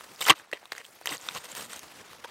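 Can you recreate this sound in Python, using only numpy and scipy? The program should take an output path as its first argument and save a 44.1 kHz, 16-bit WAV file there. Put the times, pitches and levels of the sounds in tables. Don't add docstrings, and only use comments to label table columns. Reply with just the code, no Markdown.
import sys
import numpy as np
from scipy import signal
from scipy.fft import rfft, irfft
from scipy.io import wavfile
from scipy.ndimage import uniform_filter1d

SR = 44100
rng = np.random.default_rng(int(sys.argv[2]) if len(sys.argv) > 2 else 0)


def volts_from_decibels(level):
    exponent = np.asarray(level, float) / 20
    return 10 ** exponent


def store_wav(level_fs):
    pcm = np.round(np.clip(np.atleast_2d(level_fs), -1, 1) * 32767)
    wavfile.write(sys.argv[1], SR, pcm.T.astype(np.int16))


N = 101430


def evened(x):
    return x / np.sqrt(np.mean(x ** 2) + 1e-20)


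def read(points, hz):
    f, value = np.transpose(points)[:2]
    return np.interp(np.log(hz + 1), np.log(f + 1), value)


def add(mix, s, sound):
    part = mix[max(round(s * SR), 0):][:len(sound)]
    part += sound[:len(part)]


def coloured(x, points):
    return evened(irfft(rfft(x) * volts_from_decibels(read(points, np.fft.rfftfreq(N, 1 / SR))), N))


def ringing(x, peaks):
    out = np.zeros(N)
    for k, (hz, width, db) in enumerate(peaks):
        r = np.exp(-np.pi * width / SR)
        resonator = [1, -2 * r * np.cos(2 * np.pi * hz / SR), r * r]
        out += (-1) ** k * volts_from_decibels(db) * (1 - r) * signal.lfilter([1, -r], resonator, x)
    return evened(out)


def grit(per_s, spread_db, lo_hz, hi_hz, cycles, count=24):
    size = volts_from_decibels(spread_db * np.minimum(rng.exponential(1, N), 3)) * (rng.random(N) < per_s / SR)
    kind = rng.integers(0, count, N)
    out = np.zeros(N)
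    for k, hz in enumerate(np.geomspace(lo_hz, hi_hz, count)):
        u = np.arange(0, 6 * cycles, hz / SR) / cycles
        grain = u * np.exp(-2 * u) * np.sin(2 * np.pi * (cycles * u + rng.random()))
        grain *= np.sqrt(hz) / np.linalg.norm(grain)
        out += signal.oaconvolve(size * (kind == k), grain)[:N]
    return evened(out)


# (f/Hz, level/dB per Hz)
RUSTLE_TONE = [(30, -9), (127, -3), (950, 0.5), (1760, -2), (8340, -13.5), (16000, -22)]
# (t/s, level/dB, extra treble level/dB)
RUSTLE_SWELL = [(0, -51, 4.5), (.19, -52, 5), (.42, -54.5, -1), (.49, -57.5, -1.5), (.6, -56, 1.5),
                (.69, -58, 2.5), (.9, -55.5, 7.5), (1.04, -56.5, 4), (1.3, -51, 2), (1.8, -51, 5.5),
                (2.12, -48, 0), (2.21, -51, -0.5)]
# (f/Hz, side against middle level/dB)
SIDE_AIR = [(60, -29), (240, -7.5), (3770, -28), (15000, -17.5)]


def rustle():
    frames, hz = N // 128 + 5, np.fft.rfftfreq(512, 1 / SR)
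    a, b, c, d, patches = rng.standard_normal((frames, 257, 5)).T
    patches = uniform_filter1d(patches, size=14, axis=0)
    patches = evened(uniform_filter1d(patches, size=8, axis=1))
    flicker = evened(uniform_filter1d(rng.standard_normal(frames), size=4))
    s, level_db, treble_db = np.transpose(RUSTLE_SWELL)
    t = np.arange(frames) * 128 / SR
    treble_share = np.clip(np.log2(hz / 2500 + 1e-9), 0, 2)[:, None] / 2
    tilt_db = np.interp(t, s, treble_db) * treble_share
    tilt_db += 0.37 * (np.interp(t, s, level_db) - np.mean(level_db)) * (hz < 350)[:, None]
    z = np.array([a + 1j * b, (c + 1j * d) * volts_from_decibels(read(SIDE_AIR, hz))[:, None]])
    z *= volts_from_decibels(read(RUSTLE_TONE, hz)[:, None] + 2.0 * patches + 2.5 * flicker + tilt_db)
    mid, side = signal.istft(z, nperseg=512, noverlap=384)[1][:, :N]
    scale = volts_from_decibels(np.interp(np.arange(N) / SR, s, level_db) - 1.0) / np.std(mid)
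    drips = coloured(grit(900, 4.0, 400, 12000, cycles=2.5), RUSTLE_TONE)
    return scale * (mid + volts_from_decibels(-9) * np.std(mid) * drips + side * np.array([[1], [-1]]))


# (t/s, peak level/dB, f/Hz, snap
# against ring level/dB)
POPS = [(0.007, -33, 1240, -12), (0.513, -35, 1750, -12), (0.57, -38.5, 1960, -30.5),
        (0.627, -40.5, 680, -27), (0.653, -41.5, 1030, -10), (0.719, -23, 1870, -13),
        (0.729, -32, 1890, -16), (0.749, -33.5, 1590, -23), (0.763, -36, 1810, -11),
        (0.778, -28.5, 1940, -14), (0.812, -37, 1660, -22),
        (0.844, -38, 3160, -14), (0.849, -33.5, 3200, -29), (0.862, -40.5, 7560, -6.5),
         (1.011, -36, 710, -10), (1.056, -20, 1930, -7), (1.0705, -14, 2980, -13.5),
         (1.168, -30, 6500, -26), (1.178, -34, 4460, -20), (1.549, -37, 1640, 6), (1.731, -26.5, 8400, -19),
         (1.761, -29.5, 6200, -14), (1.791, -31.5, 6340, -7), (1.83, -39, 1695, -4),
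         (2.13, -39.5, 1120, -5)]
# (t/s, peak level/dB, f/Hz, snap against ring level/dB)
DRIPS = [
    (0.159, -38, 5000, -45),
    (0.654, -35.5, 3570, -25),
    (0.7194, -34.5, 630, -39),
    (.719, -28, 4760, -42),
    (0.7792, -30.5, 6350, -40),
    (1.07, -29, 800, -43),
    (1.211, -31, 7250, -27),
    (1.730, -30, 1430, -40),
]
# (multiple of its pitch, level/dB)
OVERTONES = [(2.45, -9.5), (4.2, -18)]
POP_CYCLES, POP_GLIDE = 1.29, 0.025
SNAP_FALL_S, SNAP_RISE_S, POP_LAG_S = 0.0011, 0.00021, 0.002


def pops():
    out, rows = np.zeros(N), POPS + DRIPS
    t = np.arange(900) / SR
    snap_t = t[:300]
    snap_shape = np.minimum(snap_t / SNAP_RISE_S, 1) * np.exp(-snap_t / SNAP_FALL_S)
    chance = rng.standard_normal((len(rows), 300))
    for (s, db, hz, snap_db), noise in zip(rows, chance):
        u = t * np.sqrt(hz * 1800) / POP_CYCLES
        turn = 2 * np.pi * hz * t * (1 + POP_GLIDE * np.minimum(u, 3) / 3 - POP_GLIDE / 3)
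        ring = np.sin(turn)
        for multiple, over_db in OVERTONES:
            if multiple * hz < 15000:
                ring += volts_from_decibels(over_db) * np.sin(multiple * turn + noise[0])
        pop = ring * (1 - np.exp(-3 * u)) * np.exp(-u)
        pop[:300] += volts_from_decibels(snap_db) * uniform_filter1d(noise, size=2) * snap_shape
        add(out, s + POP_LAG_S, volts_from_decibels(db + 7) * pop)
    return signal.lfilter(*signal.butter(3, 330, "high", fs=SR), out)


def mottled(x, patchy_db):
    z = signal.stft(x, nperseg=256)[2]
    patches = rng.standard_normal(z.shape[::-1]).T
    patches = uniform_filter1d(patches, size=7, axis=0)
    patches = evened(uniform_filter1d(patches, size=7, axis=1))
    return evened(signal.istft(z * volts_from_decibels(patchy_db * patches), nperseg=256)[1][:N])


# (t/s, length/s, crunch level/dB, share spent rising 0-1, steel hiss against crunch level/dB)
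STROKES = [(0.182, 0.027, -53.5, 0.67, 1.5), (0.206, 0.04, -39.5, 0.06, 7.5), (0.235, 0.029, -44.5, 1, 3.5),
           (0.262, 0.037, -36, 0.1, 3.5), (0.279, 0.042, -33, 0, -1), (0.2963, 0.018, -23.5, 0.3, -2),
           (0.308, 0.029, -35.5, 0.38, -14.5), (0.351, 0.091, -56, 0.03, -1),
           (0.528, 0.01, -30, 0.33, -12.5), (0.535, 0.054, -45.5, 0, -13), (0.72, 0.017, -36.5, 0.02, -10),
           (0.735, 0.096, -48.5, 0.6, -7), (1.055, 0.023, -51.5, 0.24, 11.5), (1.076, 0.029, -39, 0.62, -5),
           (1.1, 0.077, -39.5, 0.09, 1), (1.172, 0.29, -50, 0.38, 1.5), (1.342, 0.046, -42, 0.6, -5.5),
           (1.432, 0.044, -49, 0.35, 2), (1.473, 0.072, -50, 0.57, 1), (1.54, 0.14, -46.5, 0.35, 3),
           (1.559, 0.023, -47, .45, 2), (1.689, 0.13, -48, 0.11, 1), (2.24, 0.023, -47, 0.06, -1),
           (2.275, 0.036, -56.5, 0.43, -2)]
# (f/Hz, level/dB per Hz)
CRUNCH_TONE = [(200, -25), (450, 3.5), (1050, 4.5), (2500, 0), (3600, -2.5), (7000, -16), (15000, -68)]
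# (f/Hz, width/Hz, level/dB)
BLADE_BENDS = [(1210, 160, 6), (2080, 750, -28.5), (3350, 1900, 40)]
# (f/Hz, width/Hz, level/dB)
MUD_HOLLOWS = [(477, 180, -2), (2000, 280, 9), (3080, 900, -1)]
# (f/Hz, level/dB per Hz)
HISS_TONE = [(2650, -12), (4500, -9), (7650, -7), (10000, -19.5), (13700, -11.5), (16000, -27.5)]
# (f/Hz, width/Hz, level/dB)
STEEL_RING = [(8400, 680, 0)]
LIFT_START_S, LIFT_END_S = 0.5, 1.0


def strokes():
    push, slide = np.zeros(N), np.zeros(N)
    for start, length, db, rise, steel_db in STROKES:
        u, rise = np.arange(0, 1, 1 / (length * SR)), np.clip(rise, .02, .9)
        shape = np.sin(np.pi / 2 * np.minimum(u / rise, (1 - u) / (1 - rise))) ** 0.96
        add(push, start, volts_from_decibels(db) * shape)
        add(slide, start, volts_from_decibels(db + steel_db) * shape)
    coarse = grit(3500, 4.0, 300, 6500, cycles=1.5) + rng.standard_normal(N)
    fine = grit(4000, 6.9, 4350, 22400, cycles=0.55) + volts_from_decibels(1) * rng.standard_normal(N)
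    t = np.arange(N) / SR
    body = coloured(coarse, CRUNCH_TONE)
    bend_db = np.where(t < LIFT_START_S, -2.5, -8)
    crunch = body + volts_from_decibels(bend_db) * ringing(body, BLADE_BENDS)
    squelch = evened(volts_from_decibels(-6.5) * body + ringing(body, MUD_HOLLOWS))
    hiss = coloured(fine, HISS_TONE) + volts_from_decibels(-8.5) * ringing(fine, STEEL_RING)
    hiss = mottled(hiss, patchy_db=2.5)
    waver = uniform_filter1d(uniform_filter1d(rng.standard_normal(N), size=70), size=50)
    slip = evened(volts_from_decibels(2.03 * evened(waver)))
    lifted = (t > LIFT_START_S) & (t < LIFT_END_S)
    return slip * (push * np.where(lifted, squelch, crunch) + slide * hiss)


# (t/s, peak level/dB, f/Hz,
# decay/ms)
CRACKS_AND_KNOCKS = [(0.2095, -31, 1070, 2.3), (.213, -22, 3600, 2.8), (.221, -21.5, 3020, 2.4),
                     (.224, -25, 2240, 4.3), (.227, -25, 7600, 1.5), (0.2454, -24, 7500, 1.3), (0.253, -22, 3070, 1.7),
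                     (.264, -25, 7040, 1.2), (0.2667, -18, 3400, 0.91), (0.267, -16.5, 1340, 2.04),
                     (0.271, -17, 1400, 1.3), (0.2863, -3, 1950, .5), (0.289, -17.5, 1290, 1.6),
                     (.2935, -11, 850, 1.3), (.2972, 0, 3080, 1.1), (0.297, -11.5, 7700, 0.96), (.3, -6.5, 2190, 0.91),
                     (0.3022, -12.5, 1150, 2.9), (0.3024, -2, 3140, 1.03), (0.3024, -14, 8030, 1.36),
                     (0.3028, -16.5, 6520, 1.4), (0.3062, -6, 2215, 1.6), (0.3062, -3.5, 2770, 1.53),
                     (0.3076, -10.5, 1178, 2), (.3105, -4.5, 2000, 0.77), (0.311, -18, 3780, 1.5),
                     (.316, -15, 1290, 0.9), (.322, -20.5, 1183, 2.8), (0.329, -34.5, 2500, 1), (.338, -26, 1300, 0.9),
                     (.398, -36, 1660, 1.3), (.448, -36.5, 1420, 0.39), (.474, -46, 806, 1.5), (.663, -40, 1100, .5),
          (.637, -36, 1700, 0.45), (0.7194, -27, 3710, 1.2), (.5282, -19.5, 1910, 1.7),
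          (.5282, -36, 3580, 1.1), (.532, -24, 560, 1.9), (.5325, -22, 2680, 1.15), (.535, -32, 4030, 1.3),
          (0.5341, -33.5, 380, 3), (.881, -46, 1610, 1.2), (.902, -35, 5960, .12),
          (.91, -37.5, 10000, 0.33), (.953, -39.5, 12000, 0.72), (.988, -48, 2300, 1.2),
          (1.022, -43, 1500, 1.7), (1.034, -41, 4500, .8), (1.0775, -25, 1860, 1.3),
          (1.0915, -21.5, 5050, 0.86), (1.094, -27, 2870, 1.7), (1.108, -27, 6160, .9),
          (1.118, -47, 1510, 0.79), (1.121, -24, 2000, 1.5), (1.128, -33, 8000, 3.5),
          (1.148, -29, 7800, 1.1), (1.2872, -17, 3560, 1.3), (1.2872, -21.5, 2530, 1.27),
          (1.2872, -22, 1445, 1.46), (1.2872, -22.5, 5630, 0.7), (1.292, -39, 3850, .9),
          (1.31, -29, 2260, 0.81), (1.3385, -36, 11300, .5), (1.361, -29.5, 1080, 2.7),
          (1.517, -31.5, 7500, 1.7), (1.57, -42, 1020, 2), (2.2449, -28, 3350, .8), (2.245, -30, 1560, 1.5),
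          (2.246, -33, 910, 4), (2.246, -35, 510, 3.9), (2.2555, -35, 935, 3.1), (2.2555, -44, 4900, 1.2)]
RING_RISE_S = 0.00021


def cracks_and_knocks():
    out, t = np.zeros(N), np.arange(1500) / SR
    rise = 1 - np.exp(-t / RING_RISE_S)
    for s, db, hz, decay_ms in CRACKS_AND_KNOCKS:
        fall = np.exp(-1000 * t / decay_ms)
        add(out, s, volts_from_decibels(db + 2) * rise * fall * np.sin(2 * np.pi * hz * t))
    return signal.lfilter(*signal.butter(2, 260, "high", fs=SR), out)


# (t/s, level/dB, f/Hz, rise/s)
THUDS = [
    (0.293, -32, 125.8, 0.0077),
    (0.298, -28, 326.6, 0.0082),
    (1.107, -42.5, 289, 0.0093),
    (1.11, -52.5, 148, 0.02),
    (1.343, -49, 155, 0.017),
    (1.557, -52, 220.4, 0.051),
]
THUD_FALL = 1.23


def thuds():
    out, wander = np.zeros(N), np.cumsum(rng.standard_normal((len(THUDS), SR // 2)), 1)
    for (s, db, hz, rise), drift in zip(THUDS, wander):
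        t = np.arange(0, 6 * rise, 1 / SR)[:SR // 2]
        turn = 2 * np.pi * hz * t + 0.098 * uniform_filter1d(drift, size=60)[:len(t)]
        swell = (t / rise * np.exp(1 - t / rise)) ** THUD_FALL
        add(out, s, volts_from_decibels(db) * swell * np.sin(turn))
    return out


def scene():
    near = strokes() + pops() + cracks_and_knocks() + thuds()
    t = np.arange(1500) / SR
    walls = rng.standard_normal((2, 1500)) * np.exp(-t / 0.0044) * (t > .001)
    walls /= np.linalg.norm(walls[0])
    mid, side = signal.fftconvolve(near[None], walls, axes=1)[:, :N]
    scatter = volts_from_decibels(-15) * mid + volts_from_decibels(-35) * side * np.array([[1], [-1]])
    return near + scatter + rustle()


def roll_off(x):
    return signal.sosfilt(signal.butter(12, 16650, fs=SR, output="sos"), x)


def record(dry):
    x = signal.lfilter(*signal.butter(2, 70, "high", fs=SR), dry)
    rounded = np.sign(x) * (.6 + .25 * np.tanh((abs(x) - .6) / .25))
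    x = np.where(abs(x) > .6, rounded, x)
    band_limit = signal.firwin(255, 15900, window=("kaiser", 9), fs=SR)
    x = signal.oaconvolve(x, band_limit[None], "same")
    return roll_off(x)


dry = scene()
out = record(dry)
store_wav(out)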